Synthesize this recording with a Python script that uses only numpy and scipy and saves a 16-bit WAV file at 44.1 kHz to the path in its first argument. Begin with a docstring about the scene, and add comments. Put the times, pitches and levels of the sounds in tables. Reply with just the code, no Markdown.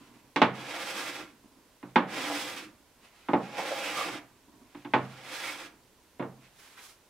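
"""A small, quiet workshop; a stereo pair close to a thick wooden slab clamped on its stand.
First come soft rustles and a murmur from the stand. A cast-iron hand plane lands with a knock and is
pushed across the grain: fibres tear, the slab drones, the shaving hisses. Three more landings and
pushes follow, now with the blade chattering and once snagging. Last, the plane is put aside and a hand
sweeps the shavings off."""
import sys
import numpy as np
from scipy import signal
from scipy.fft import rfft, irfft, next_fast_len
from scipy.io import wavfile

SR = 44100
rng = np.random.default_rng(int(sys.argv[2]) if len(sys.argv) > 2 else 0)


def output_pcm(signal):
    """Save a mono or channel-first signal as 16-bit PCM at the path in sys.argv[1].

    Samples are clipped to [-1, 1] before scaling.
    """
    pcm = np.clip(np.atleast_2d(signal).T, -1, 1) * 32767
    wavfile.write(sys.argv[1], SR, np.round(pcm).astype(np.int16))


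N = 312669
TIME = np.arange(N) / SR

# room tone, the still air of the workshop: (frequency [Hz], level [dB])
ROOM_TONE = [(12, -26), (20, -1.5), (87, -5), (245, -9.5), (404, -5), (767, -10.5), (1010, -8), (1200, -15),
             (1380, -12), (1720, -14), (5850, -17.5), (13500, -21), (15500, -24.5)]
# shifts of weight that bump the stand: (time [s], level [dB])
STAND_BUMPS = [(0.0, -52.5), (0.075, -59), (0.14, -66), (0.235, -63), (1.43, -56), (1.581, -64),
               (4.48, -59.5), (4.6, -59.5), (4.86, -54), (6.36, -60)]
# the slab on its stand: (frequency [Hz], width [Hz], level [dB])
STAND_MODES = [(124, 20, 0.5), (258, 135, 3), (544, 280, -12), (960, 250, -6.5)]
# soft, brief rustles and swishes between the cuts: (middle [s], length [s], level [dB])
SOFT_RUSTLES = [(0.04, 0.11, -62), (0.164, .1, -66.5), (1.88, 0.15, -69), (3.057, 0.084, -59.5),
                (3.264, 0.18, -61), (3.427, 0.29, -62), (4.8, 0.21, -64), (5.056, 0.18, -55),
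                (6.457, 0.1, -62)]
# their colour: (frequency [Hz], level [dB])
RUSTLE_SPECTRUM = [(150, -19), (700, 0.5), (1300, -1.5), (2400, 2), (4000, -3.5), (6500, -10),
                   (10000, -14.5), (15000, -25)]
# the plane's body: (frequency [Hz], width [Hz], level [dB])
BODY_MODES = [(1188, 72, 1.5), (1293, 100, -2), (1389, 82, 1.5), (1530, 70, -5.5), (1660, 93, -0.5),
              (1900, 19, -1), (2017, 60.2, 0), (2212, 70, 0), (2392, 110, -3.5), (2558, 120, -2),
              (2688, 150, -7)]

# knocks on the slab: the plane landing, and one sharp snag of the blade mid-push:
# (time [s], blow [dB], brightness [Hz], boom [dB], thud [dB], clack [dB])
SLAB_KNOCKS = [(0.3606, -10, 4900, 3.5, 4, -2.5), (0.417, 0.5, 3000, 0, -1.5, -2),
               (1.8288, -25, 1340, 8.5, 7, -5), (1.9583, 0, 2220, -8.5, -2, -3.5),
               (3.2856, -12, 1290, 9, 4.5, -0.5), (3.3332, -1, 1030, -7.5, -1.5, -2.5),
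               (3.585, -24, 1110, -19, -12, 4), (4.7479, -33, 2800, 12, 10.5, -4),
               (4.848, -27, 2620, 12, 10, -2), (4.9365, -2, 2020, 3.5, -5, -2.5),
               (6.1958, -11.5, 1010, 9, -1.5, -20), (6.224, -16, 980, -3, -5, -13)]
# the struck slab and stand: (frequency [Hz], level [dB], t60 [s])
SLAB_MODES = [(103, -44.5, 0.54), (130.4, -34, 0.66), (185.3, -26, 0.23), (241.5, -18.5, 0.14),
              (291.5, -14, 0.19), (348.5, -17.5, 0.18), (460, -28.5, 0.29), (533, -26.5, 0.16),
              (610, -26, .2), (791, -29.5, 0.13), (815, -19, 0.14), (873, -12, .14), (970, -15, 0.087),
              (1083, -20.5, 0.22), (1135, -21.5, 0.13), (1244, -25.5, 0.25), (1291, -23, 0.14),
              (1492, -28.5, 0.18), (1524, -33.5, 0.14), (1588, -34, 0.11), (1624, -26, 0.15),
              (1840, -27, 0.13), (2134, -21, 0.065), (2246, -22, 0.086), (2280, -36.5, 0.11),
              (2496, -26, .13), (2770, -22, 0.074), (3510, -21, 0.072), (3630, -22, 0.045)]
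# the first snap of iron on wood: (frequency [Hz], level [dB], t60 [s])
SNAP_MODES = [(709, -9, 0.006), (1250, -4, 0.0025), (2100, -5, 0.0025)]
# the slab's crowded upper modes: (frequency [Hz], level [dB])
DENSE_SPECTRUM = [(70, -29.5), (200, 2), (400, -3), (900, -2.5), (1500, -4.5), (2300, -3.5), (3400, -3),
                  (4600, -8), (7000, -14), (15000, -22)]
# their decay: (frequency [Hz], t60 [s])
DENSE_T60 = [(100, 0.13), (600, 0.33), (2000, 0.14), (5000, 0.044), (12000, .08)]

# how hard the edge bites, one curve a push: (time [s], level [dB])
BITE_CURVES = [
    [(0.55, -45), (0.666, -41.5), (0.956, -39.5), (1.004, -36.5), (1.044, -40.5), (1.098, -37), (1.12, -44),
     (1.198, -41.5), (1.33, -68)],
    [(2.085, -47), (2.091, -45.5), (2.147, -37.5), (2.301, -36.5), (2.583, -43), (2.647, -50), (2.74, -80)],
    [(3.43, -51.5), (3.54, -47.5), (3.584, -37), (3.736, -40), (3.86, -37.5), (3.95, -39), (4.004, -34.5),
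     (4.16, -42), (4.26, -71)],
    [(5.1, -56.5), (5.284, -46.5), (5.332, -42), (5.416, -43), (5.472, -39), (5.578, -46.5), (5.612, -45),
     (5.664, -48.5), (5.76, -79)],
]
# each push, with drone, scrape and hiss relative to the bite:
# (lift-off [s], jolt [dB], drone [dB], scrape [dB], scrape lost from start to end [dB], hiss [dB])
PUSH_SETTINGS = [(1.225, -51, -10.5, -4.5, 3.5, -7), (2.68, -57, -8, -5.5, 6, -5.5),
                 (4.15, -46.5, -10.5, -1.5, 5.5, -8.5), (5.65, -60, -13.5, -6, 4.5, -6)]
# what the drag rings in the slab: (frequency [Hz], width [Hz], level [dB])
DRAG_MODES = [(123, 13, -6), (200, 32, -8), (301, 93, -4), (348, 68, -12.5)]
# what it rings under the sole: (frequency [Hz], width [Hz], level [dB])
SCRAPE_MODES = [(482.8, 57, 0.5), (524, 58, 1.5), (634, 47, 1.5), (712, 20, 0), (819, 140, 0),
                (904, 100, -3), (1013, 43, -2)]
# tearing fibres: (frequency [Hz], level [dB])
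TEAR_SPECTRUM = [(100, -30), (400, -21.5), (800, -2.5), (1300, 2), (1900, 2.5), (2600, 3.5), (3500, -3.5),
                 (4200, -6.5), (6000, -9.5), (15000, -38.5)]
# the shaving peeling off: (frequency [Hz], level [dB])
HISS_SPECTRUM = [(1500, -33), (3500, -5), (5000, -1), (6200, -7), (7200, -6), (9500, -6.5), (12500, -10),
                 (15500, -14.5)]
# thin ring of the steel blade: (frequency [Hz], width [Hz], level [dB])
BLADE_OVERTONES = [(5085, 130, -5), (5155, 200, -1), (6150, 150, -0.5), (7870, 170, -2), (8350, 130, -3.5),
                   (9100, 150, -6), (10400, 240, -8), (12430, 170, -12.5), (14500, 350, -16.5)]
# the cap iron: (frequency [Hz], width [Hz], level [dB])
CAP_IRON_MODES = [(3195, 60, -0.5), (3390, 190, -2), (3755, 100, -2), (3950, 55, -12)]
# the blade catches: (time [s], length [s], level [dB], ring [Hz], width [Hz], slip rate [1/s])
JUDDERS = [(2.17, 0.08, -43.5, 279, 50, 132), (2.27, 0.089, -39, 287, 40, 152),
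           (2.3, 0.027, -33.5, 620, 415.5, 160), (3.584, 0.017, -35, 700, 376, 150),
           (3.708, 0.027, -33, 576, 209.8, 110), (3.82, 0.1, -41.5, 2450, 900, 330),
           (3.965, 0.062, -36.5, 1180, 160, 300), (4.001, 0.018, -34, 1180, 75, 380),
           (4.059, 0.033, -44, 292, 60, 185), (5.437, .07, -40.5, 2160, 700, 330)]

# the hand clears the shavings: (middle [s], length [s], rub [dB], rustle [dB])
HAND_SWEEPS = [(6.607, 0.062, -68, -64), (6.697, 0.23, -58.5, -62), (6.788, 0.031, -48.5, -67),
               (6.875, 0.11, -61, -55)]
# a palm rubbing on wood: (frequency [Hz], level [dB])
PALM_SPECTRUM = [(150, -21), (700, -5.5), (1200, 4), (2100, 1), (3500, -5), (6000, -26), (15000, -35)]
# dry curls sliding over each other: (frequency [Hz], level [dB])
CURL_SPECTRUM = [(1500, -17.5), (3500, -7), (5500, -4.5), (7500, -7.5), (10500, -8.5), (15500, -15)]

# reflections off near surfaces: (delay [s], level [dB])
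NEAR_ECHOES = [(.0038, -14), (.0058, -18.5), (0.0119, -18), (0.0132, -16), (.0172, -20)]
# the workshop's reverberation: (frequency [Hz], t60 [s])
REVERB_T60 = [(100, 0.96), (300, 0.34), (1000, 0.49), (3000, 0.25), (12000, 0.19)]
# how alike the two microphones hear noise: (frequency [Hz], correlation [0-1])
MIC_LIKENESS = [(25, .4), (60, .85), (120, .97), (250, .96), (500, .87), (1000, .76), (2000, .76),
                (4000, .42), (8000, .2), (14000, 0)]
# lean of the pair: (frequency [Hz], left minus right [dB])
MIC_BALANCE = [(100, -3), (1000, -1.5), (2500, -4), (4500, -2.5), (8000, -2), (13000, -0.2)]


def from_db(db):
    """Decibels to gain."""
    return 10 ** (np.asarray(db) / 20)


def unit_rms(x):
    """Scale to rms 1."""
    return x / np.sqrt(np.mean(x ** 2) + 1e-20)


def at_hz(points, hz):
    """Read a table on a log-frequency axis."""
    f, value = np.transpose(points)
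    return np.interp(np.log(np.maximum(hz, 1)), np.log(f), value)


def at_bins(points, size):
    """Read a table at each bin of an FFT."""
    return at_hz(points, np.arange(size // 2 + 1) * SR / size)


def colour(x, spectrum):
    """Give a signal a spectrum; rms 1."""
    size = next_fast_len(x.shape[-1])
    gain = from_db(at_bins(spectrum, size))
    return unit_rms(irfft(rfft(x, size) * gain, size)[..., :x.shape[-1]])


def stereo_noise(length):
    """White noise as the pair hears it: alike in the bass, unrelated in the treble."""
    size = next_fast_len(length)
    alike = at_bins(MIC_LIKENESS, size)
    mid, side = rfft(rng.standard_normal((2, size)))
    left_right = np.sqrt(1 + alike) * mid + np.sqrt(1 - alike) * side * [[1], [-1]]
    return unit_rms(irfft(left_right, size)[:, :length])


def drift(rate_hz):
    """A smooth random wander; rms 1."""
    knots = rng.standard_normal(N // 40)
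    return unit_rms(np.interp(TIME * rate_hz, np.arange(len(knots)), knots))


def resonate(x, modes):
    """Parallel resonances, each applied twice for steep flanks; rms 1."""
    out = 0
    for hz, width, db in modes:
        r = np.exp(-np.pi * width / SR)
        section = [(1 - r * r) / 2, 0, (r * r - 1) / 2, 1, -2 * r * np.cos(2 * np.pi * hz / SR), r * r]
        out = out + from_db(db) * signal.sosfilt([section, section], x + 1e-18)
    return unit_rms(out)


def struck(modes, t):
    """One dying sine a mode; neighbours swing opposite ways."""
    hz, db, t60 = np.transpose(modes)[:, :, None]
    waves = from_db(db) * np.sin(2 * np.pi * hz * t) * from_db(-60 * t / t60)
    waves[1::2] *= -1
    return waves


def dying_noise(spectrum, t60s, length):
    """Countless modes struck at once, each octave dying at its own pace."""
    rest = colour(stereo_noise(length), spectrum)
    out = 0
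    for hz in np.geomspace(100, 12800, 8):
        band = signal.sosfiltfilt(signal.butter(3, hz * np.sqrt(2), fs=SR, output="sos"), rest)
        rest = rest - band
        out = out + band * from_db(-60 * TIME[:length] / at_hz(t60s, hz))
    return out


def grains(per_s, grain_db, rough_db, rough_hz):
    """Fibres snap in clumps: separate cracks over a bed of countless tiny ones."""
    sizes = from_db(3.17 * np.minimum(rng.exponential(1, N), 4)) * rng.choice([-1, 1], N)
    snaps = unit_rms(sizes * (rng.random(N) < per_s / SR))
    return (stereo_noise(N) + from_db(grain_db) * snaps) * from_db(rough_db * drift(rough_hz))


def swell(middle_s, length_s):
    """A smooth rise and fall, length_s wide at half its height."""
    return np.exp2(-np.minimum(np.abs(2 * (TIME - middle_s) / length_s), 10) ** 2)


def shove(start_s, t60, attack_s=0.0064):
    """A quick rise, then a steady dying away."""
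    t = np.maximum(TIME - start_s, 0)
    return (1 - np.exp(-t / attack_s)) * from_db(-60 * t / t60)


def add(out, start_s, sound):
    """Mix a sound in at a time."""
    i = round(start_s * SR)
    out[:, i:i + sound.shape[-1]] += sound[..., :N - i]


def room_tone(level_db=-63):
    """The workshop's still air, steady at both microphones."""
    return from_db(level_db) * colour(stereo_noise(N), ROOM_TONE)


def stand_murmur(rest_db=-76, rock_db=-61.5, lumpy_db=3.0):
    """The slab murmurs on its stand, bumped by shifts of weight and rocking after each lift-off."""
    rocking = from_db(rock_db) * sum(shove(lift_s, t60=1.26) for lift_s, *_ in PUSH_SETTINGS)
    bumps = sum(from_db(db) * shove(s, t60=0.48) for s, db in STAND_BUMPS)
    shaking = stereo_noise(N) * from_db(lumpy_db * drift(35))
    return (from_db(rest_db) + rocking + bumps) * resonate(shaking, STAND_MODES)


def rustles():
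    """Soft, brief rustles and swishes between the cuts, with a faint ring in them."""
    swish = stereo_noise(N) * from_db(2.44 * drift(40))
    level = sum(from_db(db) * swell(s, length) for s, length, db in SOFT_RUSTLES)
    ring = from_db(-10) * resonate(swish[0], BODY_MODES)
    return level * unit_rms(colour(swish, RUSTLE_SPECTRUM) + ring)


def knocks(modes_db=-3.0, dense_db=-15.5, echo_db=4.0, room_db=-24.0, vary_db=2.0, rise_cycles=1.9):
    """Each knock rings the slab, coloured by where it hits; a softer contact leaves out treble."""
    out, size = np.zeros((2, N)), SR * 2 // 3
    t, hz = TIME[:size], np.array(SLAB_MODES)[:, :1]
    swing_up = 1 - np.exp(-hz * t / rise_cycles)   # each mode takes a few cycles to swell up
    modes = from_db(modes_db) * struck(SLAB_MODES, t) * swing_up
    snap = struck(SNAP_MODES, t).sum(0)
    crack = snap.copy()
    for delay, db in NEAR_ECHOES:
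        lag = round(delay * SR)
        crack[lag:] += from_db(db + echo_db) * snap[:-lag]
    room = from_db(room_db) * dying_noise(DENSE_SPECTRUM, REVERB_T60, size) * np.minimum(t / 0.016, 1)
    for s, blow_db, bright_hz, boom_db, thud_db, clack_db in SLAB_KNOCKS:
        spot = [(135, boom_db), (200, thud_db), (360, thud_db), (470, 0),
                (700, 0), (830, clack_db), (1350, clack_db), (1800, 0)]
        weights = from_db(at_hz(spot, hz) + vary_db * rng.standard_normal(hz.shape))
        ring = crack + (weights * modes).sum(0) + room
        ring[:, :size // 2] += from_db(dense_db) * dying_noise(DENSE_SPECTRUM, DENSE_T60, size // 2)
        contact = signal.butter(2, bright_hz, fs=SR, output="sos")
        add(out, s, from_db(blow_db) * signal.sosfilt(contact, ring))
    # the knocks carry no deep bass below about 90 Hz
    return signal.sosfilt(signal.butter(8, 90, "high", fs=SR, output="sos"), out + 1e-18)


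def push(bite, settings, attack_s=0.011, release_s=0.034, usual_db=-40.5, slow_loss_db=10):
    """Gains of drone, scrape, tear and hiss through one push; all follow the bite of the edge."""
    s, db = np.transpose(bite)
    lift_s, jolt_db, drone_db, scrape_db, scrape_loss_db, hiss_db = settings
    bite_db = np.interp(TIME, s, db)
    before, after = np.minimum(TIME - s[0], 0), np.maximum(TIME - s[-1], 0)
    touching = np.exp(np.maximum(before / attack_s - after / release_s, -20))
    along = np.interp(TIME, [s[0], s[-1]], [0, 1])
    speed = np.sin(np.pi * np.interp(along, [0, 0.56, 1], [0, 0.5, 1]))   # fastest just past halfway
    drone = from_db(usual_db + 0.7 * (bite_db - usual_db) + drone_db)   # follows only part of the swing
    jolt = from_db(jolt_db) * swell(lift_s, length_s=0.056)
    scrape = from_db(bite_db + scrape_db - scrape_loss_db * (along - 0.5))   # weight leaves the nose
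    hiss = from_db(bite_db + hiss_db - slow_loss_db * (1 - speed))
    return touching * np.array([drone + jolt, scrape, from_db(bite_db), hiss])


def planing(flutter_db=1.3, flutter_hz=45):
    """The edge tears fibres: the drag shakes the slab, the snaps ring the iron, the shaving hisses."""
    drone, scrape, tear, hiss = sum(push(bite, row) for bite, row in zip(BITE_CURVES, PUSH_SETTINGS))
    fibres = grains(per_s=900, grain_db=-9.0, rough_db=0.1, rough_hz=159)
    friction = grains(per_s=400, grain_db=0.0, rough_db=0.45, rough_hz=115.7)
    slab = from_db(-1.0) * drone * resonate(fibres, DRAG_MODES)
    sole = from_db(-1.94) * scrape * resonate(friction, SCRAPE_MODES)
    body = from_db(-0.5) * resonate(friction, BODY_MODES)
    rasp = from_db(-1.5) * tear * unit_rms(colour(fibres, TEAR_SPECTRUM) + body)
    blade = from_db(-7.0) * resonate(friction, BLADE_OVERTONES)
    shaving = from_db(-1.13) * hiss * unit_rms(colour(fibres, HISS_SPECTRUM) + blade)
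    # the cap iron sings most when a full shaving curls over it
    cap = from_db(-7.0) * np.sqrt(tear * hiss) * resonate(friction, CAP_IRON_MODES)
    flutter = from_db(flutter_db * drift(flutter_hz))   # hard and soft growth rings pass under the edge
    return slab + sole + flutter * (rasp + cap + shaving)


def chatter(jitter=0.045):
    """A short run of nearly even slips rings the blade against the wood."""
    out, size = np.zeros((2, N)), SR // 4
    for s, length, db, hz, width, rate in JUDDERS:
        slip_s = np.cumsum(np.exp(jitter * rng.standard_normal(40))) / rate
        slip_s = slip_s - slip_s[0]
        slip_s = slip_s[slip_s < length]
        slips = np.zeros(size)
        slips[(slip_s * SR).astype(int)] = rng.uniform(0.75, 1, len(slip_s))
        add(out, s, from_db(db) * np.sqrt(length * SR / size) * resonate(slips, [(hz, width, 0)]))
    return out


def sweeping():
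    """The palm rubs over the wood and dry curls rustle ahead of it."""
    rub = sum(from_db(db) * swell(s, length) for s, length, db, _ in HAND_SWEEPS)
    rustle = sum(from_db(db) * swell(s, length) for s, length, _, db in HAND_SWEEPS)
    crackle = grains(per_s=320, grain_db=-19, rough_db=1.4, rough_hz=70.8)
    palm = from_db(-3.0) * rub * colour(crackle, PALM_SPECTRUM)
    curls = from_db(0.1) * rustle * colour(crackle, CURL_SPECTRUM)
    return palm + curls


def workshop(x, wet_db):
    """The direct sound reaches the microphones first, then near echoes and a diffuse tail."""
    size = SR // 2
    onset = np.clip(TIME[:size] / 0.0046 - 1, 0, 1)
    tail = dying_noise([(100, 1.8), (15000, 2.7)], REVERB_T60, size) * onset
    response = from_db(wet_db) * tail / np.sqrt(np.sum(tail ** 2) / 2)
    for delay, db in NEAR_ECHOES:
        response[:, round(delay * SR)] += from_db(db)
    return x + signal.fftconvolve(x, response, axes=1)[:, :N]


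def scene():
    """The work at the slab from close by, over room tone; the knocks carry their own reflections."""
    work = workshop(planing() + chatter() + sweeping() + rustles(), wet_db=-13.0)
    return knocks() + work + stand_murmur() + room_tone()


def record(dry):
    """The right microphone is a little louder; the top is cut steeply at 15.75 kHz."""
    size = next_fast_len(N + SR // 4)
    lean_db = at_bins(MIC_BALANCE, size) * [[0.5], [-0.5]]
    heard = irfft(rfft(dry, size) * from_db(lean_db), size)[:, :N]
    return signal.sosfilt(signal.ellip(12, 0.1, 80, 15750, fs=SR, output="sos"), heard)


dry = scene()
out = record(dry)
output_pcm(out)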